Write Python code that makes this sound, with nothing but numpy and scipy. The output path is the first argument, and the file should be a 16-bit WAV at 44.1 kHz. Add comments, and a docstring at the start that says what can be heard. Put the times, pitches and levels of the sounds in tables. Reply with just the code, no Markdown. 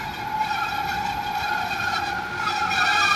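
"""A rough squeal near 820 Hz, rasping with overtones, sounds as a diesel train brakes into a platform.
It is a stick-slip oscillation of the brake blocks on the wheels, whose resonances ring when the blocks bite.
A second squeal near 1400 Hz sags and swells as the train nears, among a lower groan, squeaks and hiss.
Under them run the engine, the rumble of the wheels and a thin whistle; trees and buildings scatter the
sound of the brakes and the whistle."""
import sys
import numpy as np
from scipy import signal
from scipy.fft import rfft, irfft, next_fast_len
from scipy.io import wavfile
from scipy.ndimage import map_coordinates

SR = 44100
rng = np.random.default_rng(int(sys.argv[2]) if len(sys.argv) > 2 else 0)


def generate_wav(sig):
    """Save sig (samples, or channels by samples) to the path in sys.argv[1] as 16-bit PCM at SR."""
    pcm = np.round(np.clip(np.atleast_2d(sig).T, -1, 1) * 32767).astype(np.int16)
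    wavfile.write(sys.argv[1], SR, pcm)


N = 138915

# common pitch of the low squeal (time [s], frequency [Hz])
LOW_PITCH = [(0, 852), (.15, 831), (.38, 856.8), (.52, 818.6), (.74, 828.6), (.92, 804.5), (1.08, 839),
             (1.4, 817), (1.55, 845), (1.7, 816.3), (1.86, 834.2), (2.1, 812.6), (2.42, 857), (2.55, 818.6),
             (2.66, 849.4), (2.78, 801.3), (3.02, 804), (3.15, 796)]
# envelope of its fundamental (time [s], level [dB])
LOW_LEVEL = [(0.02, -31), (0.05, -30), (0.17, -34.5), (0.42, -27.5), (0.45, -34), (0.51, -24), (0.59, -30),
             (1.26, -28.5), (1.5, -31), (1.52, -27.5), (1.8, -31.5), (1.94, -28.5), (1.96, -37),
             (2.01, -26.5), (2.23, -33), (2.27, -44.5), (2.44, -24.5), (2.5, -38), (2.51, -23.5),
             (2.61, -29), (2.8, -27), (3.12, -30)]
# how hard the blocks bite: envelope of overtones, hiss and twitter (time [s], level [dB])
BITE = [(0, -36), (.11, -45.5), (.15, -38.5), (.27, -49), (.37, -49), (.43, -37.5), (.52, -35), (.585, -39),
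        (.76, -37.5), (.83, -43.5), (.9, -36.5), (.94, -40), (.995, -36.5), (1.02, -44), (1.065, -35),
        (1.1, -38.5), (1.2, -47), (1.27, -39), (1.32, -45), (1.41, -35.5), (1.47, -40.5), (1.68, -40),
        (1.73, -37.5), (1.78, -41), (1.83, -36.5), (1.9, -38.5), (1.96, -33.5), (2.01, -43.5), (2.08, -35),
        (2.14, -48.5), (2.3, -50.5), (2.365, -47), (2.4, -39), (2.51, -34.5), (2.59, -36), (2.68, -42.5),
        (2.72, -32), (2.87, -32), (3.03, -30), (3.15, -29)]
# blocks of the low squeal (pitch ratio [1], fundamental gain [dB], overtone gain [dB])
LOW_BLOCKS = [(1.02, -2.5, 0), (.975, -4.5, 0.5)]
# resonances of wheel and brake gear (frequency [Hz], width [Hz], gain [dB])
WHEEL_MODES = [(1591, 220, -1), (2175, 235, -0.5), (2417, 222, -0.5), (3182, 240, -3.5), (3905, 336, -3.5),
               (4750, 410, -9), (5485, 280, -9.5), (6306, 330, -17.5), (6970, 580, -23), (8940, 520, -32)]
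# common pitch of the high squeal (time [s], frequency [Hz])
HIGH_PITCH = [(0, 1441), (.5, 1421), (.63, 1376), (1.1, 1464), (1.5, 1399), (1.87, 1414), (1.96, 1344),
              (2.05, 1423), (2.38, 1410), (2.5, 1306), (2.58, 1397), (2.66, 1330), (2.8, 1325),
              (2.98, 1298), (3.09, 1211), (3.15, 1243)]
# its envelope (time [s], level [dB])
HIGH_LEVEL = [(0.03, -42), (0.05, -46.5), (0.48, -42), (0.5, -32), (0.55, -41), (0.61, -32.5),
              (0.88, -44.5), (0.92, -30.5), (0.98, -45), (1.36, -40.5), (1.55, -30), (1.68, -38),
              (1.87, -28), (1.91, -35.5), (1.96, -28), (2.04, -39), (2.15, -31), (2.32, -38), (2.49, -25),
              (2.53, -40), (2.65, -25.5), (2.7, -35), (2.78, -31.5), (2.86, -25.5), (2.89, -33.5),
              (3.02, -22), (3.04, -29), (3.12, -23)]
# its blocks (pitch ratio [1], gain [dB])
HIGH_BLOCKS = [(1, -0.5), (1.075, -6)]
# weighting of its harmonics (frequency [Hz], gain [dB])
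HIGH_COLOUR = [(1400, 2), (2750, -24), (4100, -18), (5500, -28)]
# groan of the lowest block (time [s], frequency [Hz], level [dB])
DEEP_BLOCK = [(0, 722.5, -50.5), (0.601, 732, -40.5), (1.4, 734.2, -47), (1.62, 710, -32.5),
              (1.849, 719.3, -45), (2.15, 754.5, -38.5), (2.4, 739.5, -53), (2.7, 753, -36),
              (2.849, 734, -32.5), (3.15, 720.5, -36)]
# scraping of the blocks (frequency [Hz], relative spectral density [dB])
SCRAPE_SPECTRUM = [(500, -23), (1000, -1), (1850, -7), (2250, 5.5), (2600, -7), (2800, -16), (3050, -3),
                   (3400, 0.5), (4200, -4), (5500, -6), (7500, -17.5), (10000, -18), (15000, -25)]
# finest friction hiss (frequency [Hz], relative spectral density [dB])
FIZZ_SPECTRUM = [(3000, -26), (6500, 5), (9000, -6), (15000, -13)]
# engine exhaust (frequency [Hz], relative spectral density [dB])
EXHAUST_SPECTRUM = [(20, -19), (40, -11), (72, -1.5), (125, -3.5), (180, -1.5), (260, -9.5), (500, -27.5),
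                    (1500, -73)]
# its envelope (time [s], level [dB])
EXHAUST_LEVEL = [(0, -40.5), (1.7, -41), (2.5, -43.5), (3.15, -46)]
# tones of the engine (frequency [Hz], level at mid-scene [dB])
ENGINE_LINES = [(97, -53), (184, -53), (355, -50), (445, -58.5)]
# rolling noise of the wheels (frequency [Hz], relative spectral density [dB])
RUMBLE_SPECTRUM = [(40, -38), (150, -14.5), (250, -2.5), (340, 0), (520, -7), (1000, -3.5), (1900, -8.5),
                   (2400, -4.5), (2780, -17), (3300, -11), (4500, -16), (8000, -32.5), (15000, -36.5)]
# envelope of the whistle (time [s], level [dB])
WHISTLE_LEVEL = [(0, -57), (.55, -58.5), (.82, -51.5), (1.05, -57.5), (1.45, -53.5), (2, -58.5),
                 (2.27, -64), (2.33, -85)]
# short squeals of single blocks (centre time [s], half length [s], frequency [Hz], level [dB])
CHIRPS = [(.39, 0.074, 860.4, -25), (0.656, 0.019, 2518, -28), (1.05, .012, 903, -28),
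          (1.517, 0.013, 857, -26.5), (1.558, 0.019, 853, -26), (1.56, 0.044, 1440, -34),
          (1.722, 0.027, 2495, -30.5), (1.809, 0.023, 2435, -27.5), (1.933, 0.037, 4390, -38),
          (1.962, .025, 3990, -34), (1.965, 0.019, 1306, -26), (2.426, 0.051, 860.3, -27),
          (2.458, 0.06, 1365, -38), (2.505, 0.066, 3393, -36), (2.723, 0.027, 2433, -26.5),
          (2.728, 0.028, 3277, -34), (2.73, 0.04, 5530, -39), (2.791, 0.023, 3817, -28.5),
          (2.807, 0.088, 1444, -23), (2.893, 0.031, 1590, -24.5), (3.05, 0.036, 1587, -24.5),
          (2.995, .035, 3240, -30.5), (3.036, 0.027, 5510, -35), (3.064, 0.045, 2443, -26),
          (3.1, .04, 1210, -24)]
# reverberation among trees and buildings (frequency [Hz], time to decay by 60 dB [s])
STATION_DECAY = [(500, 0.3), (2500, 0.15), (10000, 0.13)]

WANDER, JITTER = .012, .016  # slow and fast pitch deviation at roughness 1, as fractions
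WANDER_RATE, JITTER_RATE, FLUTTER_RATE, CHATTER_RATE = 40, 230, 110, 130  # random values per second
FLUTTER_DB, RASP_DB, CHATTER_CYCLES = 2.8, 3, 0.076
WHEEL_FLOOR_DB = -29
SCRAPE_DB, FIZZ_DB, FIZZ_DB_PER_S = -5, -25, 2
SQUEAK_SAG = .04  # fall of pitch over one squeak, as a fraction
TWITTER_PER_S, TWITTER_HALF_S = 70, .016
TWITTER_DB, TWITTER_SCATTER_DB, TWITTER_DETUNE = 3.5, 3, 0.0304
THROB_DB, THROB_RATE = 1.8, 22
HUM_SPREAD_HZ, HUM_DB_PER_S = 5.98, 3.5
RUMBLE_DB, RUMBLE_DB_PER_S = -38.5, 1.06
WHISTLE_HZ, WHISTLE_SPREAD_HZ = 12522, 45
TREBLE_HZ, TREBLE_DB_PER_S = 4600, 1.3
ECHO_DB, TOP_HZ = -3.5, 15300

TIME = np.arange(N) / SR
FROM_MIDDLE_S = TIME - N / SR / 2


def amp(db):
    """Amplitude ratio of a level in decibels."""
    return 10 ** (np.asarray(db) / 20)


def unit(x):
    """Normalisation to rms 1."""
    return x / np.sqrt(np.mean(x ** 2) + 1e-20)


def along(points, hz):
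    """Interpolation on a logarithmic frequency axis."""
    freqs, values = np.transpose(points)
    return np.interp(np.log(hz + 1), np.log(freqs + 1), values)


def curve(rows):
    """Linear interpolation in time, one value per sample."""
    return np.interp(TIME, *np.transpose(rows))


def wobble(rate):
    """Smooth random modulation through `rate` values a second."""
    return map_coordinates(rng.standard_normal(4096), [TIME * rate], mode="wrap")


def filtered(x, response):
    """Linear filtering: the spectrum times a frequency response."""
    size = next_fast_len(N + SR // 2)
    return irfft(rfft(x, size) * response(np.fft.rfftfreq(size, 1 / SR)), size)[:N]


def noise(spectrum):
    """Spectrally shaped white noise of rms 1."""
    return unit(filtered(rng.standard_normal(N), lambda hz: amp(along(spectrum, hz))))


def phase_of(hz):
    """Phase as the integral of frequency, from a random start."""
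    return 2 * np.pi * (np.cumsum(hz) / SR + rng.random())


def flutter(depth_db, rate=FLUTTER_RATE):
    """Random amplitude modulation, as a gain of rms 1."""
    return unit(amp(depth_db * wobble(rate)))


def stick_slip(hz, roughness):
    """Phase of a stick-slip oscillation, whose uneven slips modulate the frequency."""
    deviation = WANDER * wobble(WANDER_RATE) + JITTER * wobble(JITTER_RATE)
    return phase_of(hz * (1 + roughness * deviation))


def harmonics(phase, hz, colour, first, last):
    """Harmonic series with random phases, weighted by a spectral envelope."""
    return np.sqrt(2) * sum(amp(along(colour, k * hz)) * np.sin(k * phase + 2 * np.pi * rng.random())
                            for k in range(first, last + 1))


def fundamental(phase):
    """A block's lowest tone: changing grip modulates its amplitude, chatter its phase."""
    chatter = 2 * np.pi * CHATTER_CYCLES * wobble(CHATTER_RATE)
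    return flutter(FLUTTER_DB) * np.sqrt(2) * np.sin(phase + chatter)


def wheel(force):
    """Forced vibration: the wheel responds most near its resonances. The result has rms 1."""
    def response(hz):
        floor = amp(WHEEL_FLOOR_DB) / (1 + (hz / WHEEL_MODES[-1][0]) ** 4)
        peaks = sum(amp(db) / (1 + ((hz - centre) / width) ** 2) ** 3
                    for centre, width, db in WHEEL_MODES)
        return floor + peaks
    return unit(filtered(force, response))


def low_squeal():
    """Two blocks stick and slip at nearly one pitch; their overtones ring the wheel as they bite."""
    hz, level, bite = curve(LOW_PITCH), curve(LOW_LEVEL), curve(BITE)
    out = np.zeros(N)
    for ratio, tone_db, overtone_db in LOW_BLOCKS:
        phase = stick_slip(hz * ratio, roughness=1.25)
        slips = harmonics(phase, hz.mean(), colour=[(1000, 0)], first=2, last=13)  # flat spectrum
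        out += amp(level + tone_db) * fundamental(phase)
        out += amp(bite + overtone_db) * flutter(RASP_DB) * wheel(slips)
    return out


def high_squeal():
    """Friction drives a higher mode of the wheel; the pitch sags as the train slows."""
    hz, level = curve(HIGH_PITCH), curve(HIGH_LEVEL)
    out = np.zeros(N)
    for ratio, db in HIGH_BLOCKS:
        phase = stick_slip(hz * ratio, roughness=1.45)
        tone = harmonics(phase, hz.mean() * ratio, HIGH_COLOUR, first=1, last=4)
        out += amp(level + db) * flutter(FLUTTER_DB) * tone
    return out


def deep_squeal():
    """Stick-slip of one more block, faint at first, groans below the others."""
    rows = np.array(DEEP_BLOCK)
    hz, level = curve(rows[:, [0, 1]]), curve(rows[:, [0, 2]])
    return amp(level) * fundamental(stick_slip(hz, roughness=1.049))


def scrape():
    """Sliding friction radiates broadband hiss that follows the bite and brightens as the train nears."""
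    coarse = amp(SCRAPE_DB) * noise(SCRAPE_SPECTRUM)
    fine = amp(FIZZ_DB + FIZZ_DB_PER_S * FROM_MIDDLE_S) * noise(FIZZ_SPECTRUM)
    return amp(curve(BITE)) * flutter(depth_db=-1.1) * (coarse + fine)


def squeak(centre_s, half_s, hz, db):
    """Brief excitation of one mode: a block catches, sings with falling pitch and lets go."""
    out = np.zeros(N)
    span = np.arange(max(0, int((centre_s - half_s) * SR)), min(N, int((centre_s + half_s) * SR)))
    position = (span / SR - centre_s) / half_s  # -1 to 1
    envelope = amp(db) * np.cos(np.pi * position / 2) ** 2
    out[span] = envelope * np.sqrt(2) * np.sin(phase_of(hz * (1 - SQUEAK_SAG * position / 2)))
    return out


def twitter():
    """Random excitation of the wheel's modes gives many tiny squeaks whose level follows the bite."""
    out, bite = np.zeros(N), curve(BITE)
    for when, mode, strength, tuning, length in rng.random((int(TWITTER_PER_S * N / SR), 5)):
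        mode_hz, _, mode_db = WHEEL_MODES[int(mode * len(WHEEL_MODES))]
        level = bite[int(when * N)] + mode_db + TWITTER_DB + TWITTER_SCATTER_DB * (2 * strength - 1)
        hz = mode_hz * (1 + TWITTER_DETUNE * (2 * tuning - 1))
        out += squeak(when * N / SR, TWITTER_HALF_S * (.5 + length), hz, level)
    return out


def engine():
    """Throbbing exhaust noise under an unsteady line spectrum that grows as the train nears."""
    exhaust = amp(curve(EXHAUST_LEVEL)) * flutter(THROB_DB, THROB_RATE) * noise(EXHAUST_SPECTRUM)
    hum = np.zeros(N)
    for hz, db in ENGINE_LINES:
        phase = phase_of(hz + HUM_SPREAD_HZ * wobble(rate=40))
        hum += amp(db) * flutter(depth_db=3.9, rate=25.01) * np.sqrt(2) * np.sin(phase)
    return exhaust + amp(HUM_DB_PER_S * FROM_MIDDLE_S) * hum


def rumble():
    """Rolling contact of the wheels radiates noise that grows as the distance shrinks."""
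    return amp(RUMBLE_DB + RUMBLE_DB_PER_S * FROM_MIDDLE_S) * noise(RUMBLE_SPECTRUM)


def whistle():
    """A thin, very high tone, broadened by random modulation, that dies away near 2.3 s."""
    phase = phase_of(WHISTLE_HZ + WHISTLE_SPREAD_HZ * wobble(rate=240))
    return amp(curve(WHISTLE_LEVEL)) * flutter(depth_db=4) * np.sqrt(2) * np.sin(phase)


def chirps():
    """Transient stick-slip of single blocks: short squeals that stand out."""
    return sum(squeak(*row) for row in CHIRPS)


def nearing(x):
    """Treble loss with distance: far brakes are duller than near ones."""
    treble = filtered(x, lambda hz: 1 - 1 / (1 + (hz / TREBLE_HZ) ** 10))
    return x + (amp(TREBLE_DB_PER_S * FROM_MIDDLE_S) - 1) * treble


def station(direct):
    """Scattering: trees and buildings add echoes whose paths change as the train moves."""
    echoes = np.zeros(N)
    moments = np.linspace(0, TIME[-1], 12)  # one impulse response for each position of the train
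    for moment in moments:
        hz, age, spectra = signal.stft(rng.standard_normal(SR // 2), SR, nperseg=256)
        decay = amp(-60 * age / along(STATION_DECAY, hz)[:, None])
        tail = signal.istft(spectra * decay, SR, nperseg=256)[1]
        crossfade = np.sqrt(np.clip(1 - abs(TIME - moment) / moments[1], 0, 1))
        echoes += signal.fftconvolve(direct * crossfade, tail)[:N]
    echo_gain = amp(ECHO_DB)
    return (direct + echo_gain * unit(echoes) * direct.std()) / np.sqrt(1 + echo_gain ** 2)


def scene():
    """Superposition of the scattered brakes and whistle with the direct engine and rumble."""
    brakes = low_squeal() + high_squeal() + deep_squeal() + scrape() + twitter() + chirps()
    return (station(nearing(brakes) + whistle()) + engine() + rumble())[None]


def record(dry):
    """Band limiting: an ideal low-pass filter removes everything above TOP_HZ."""
    return filtered(dry[0], lambda hz: hz < TOP_HZ)[None]


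dry = scene()
out = record(dry)
generate_wav(out)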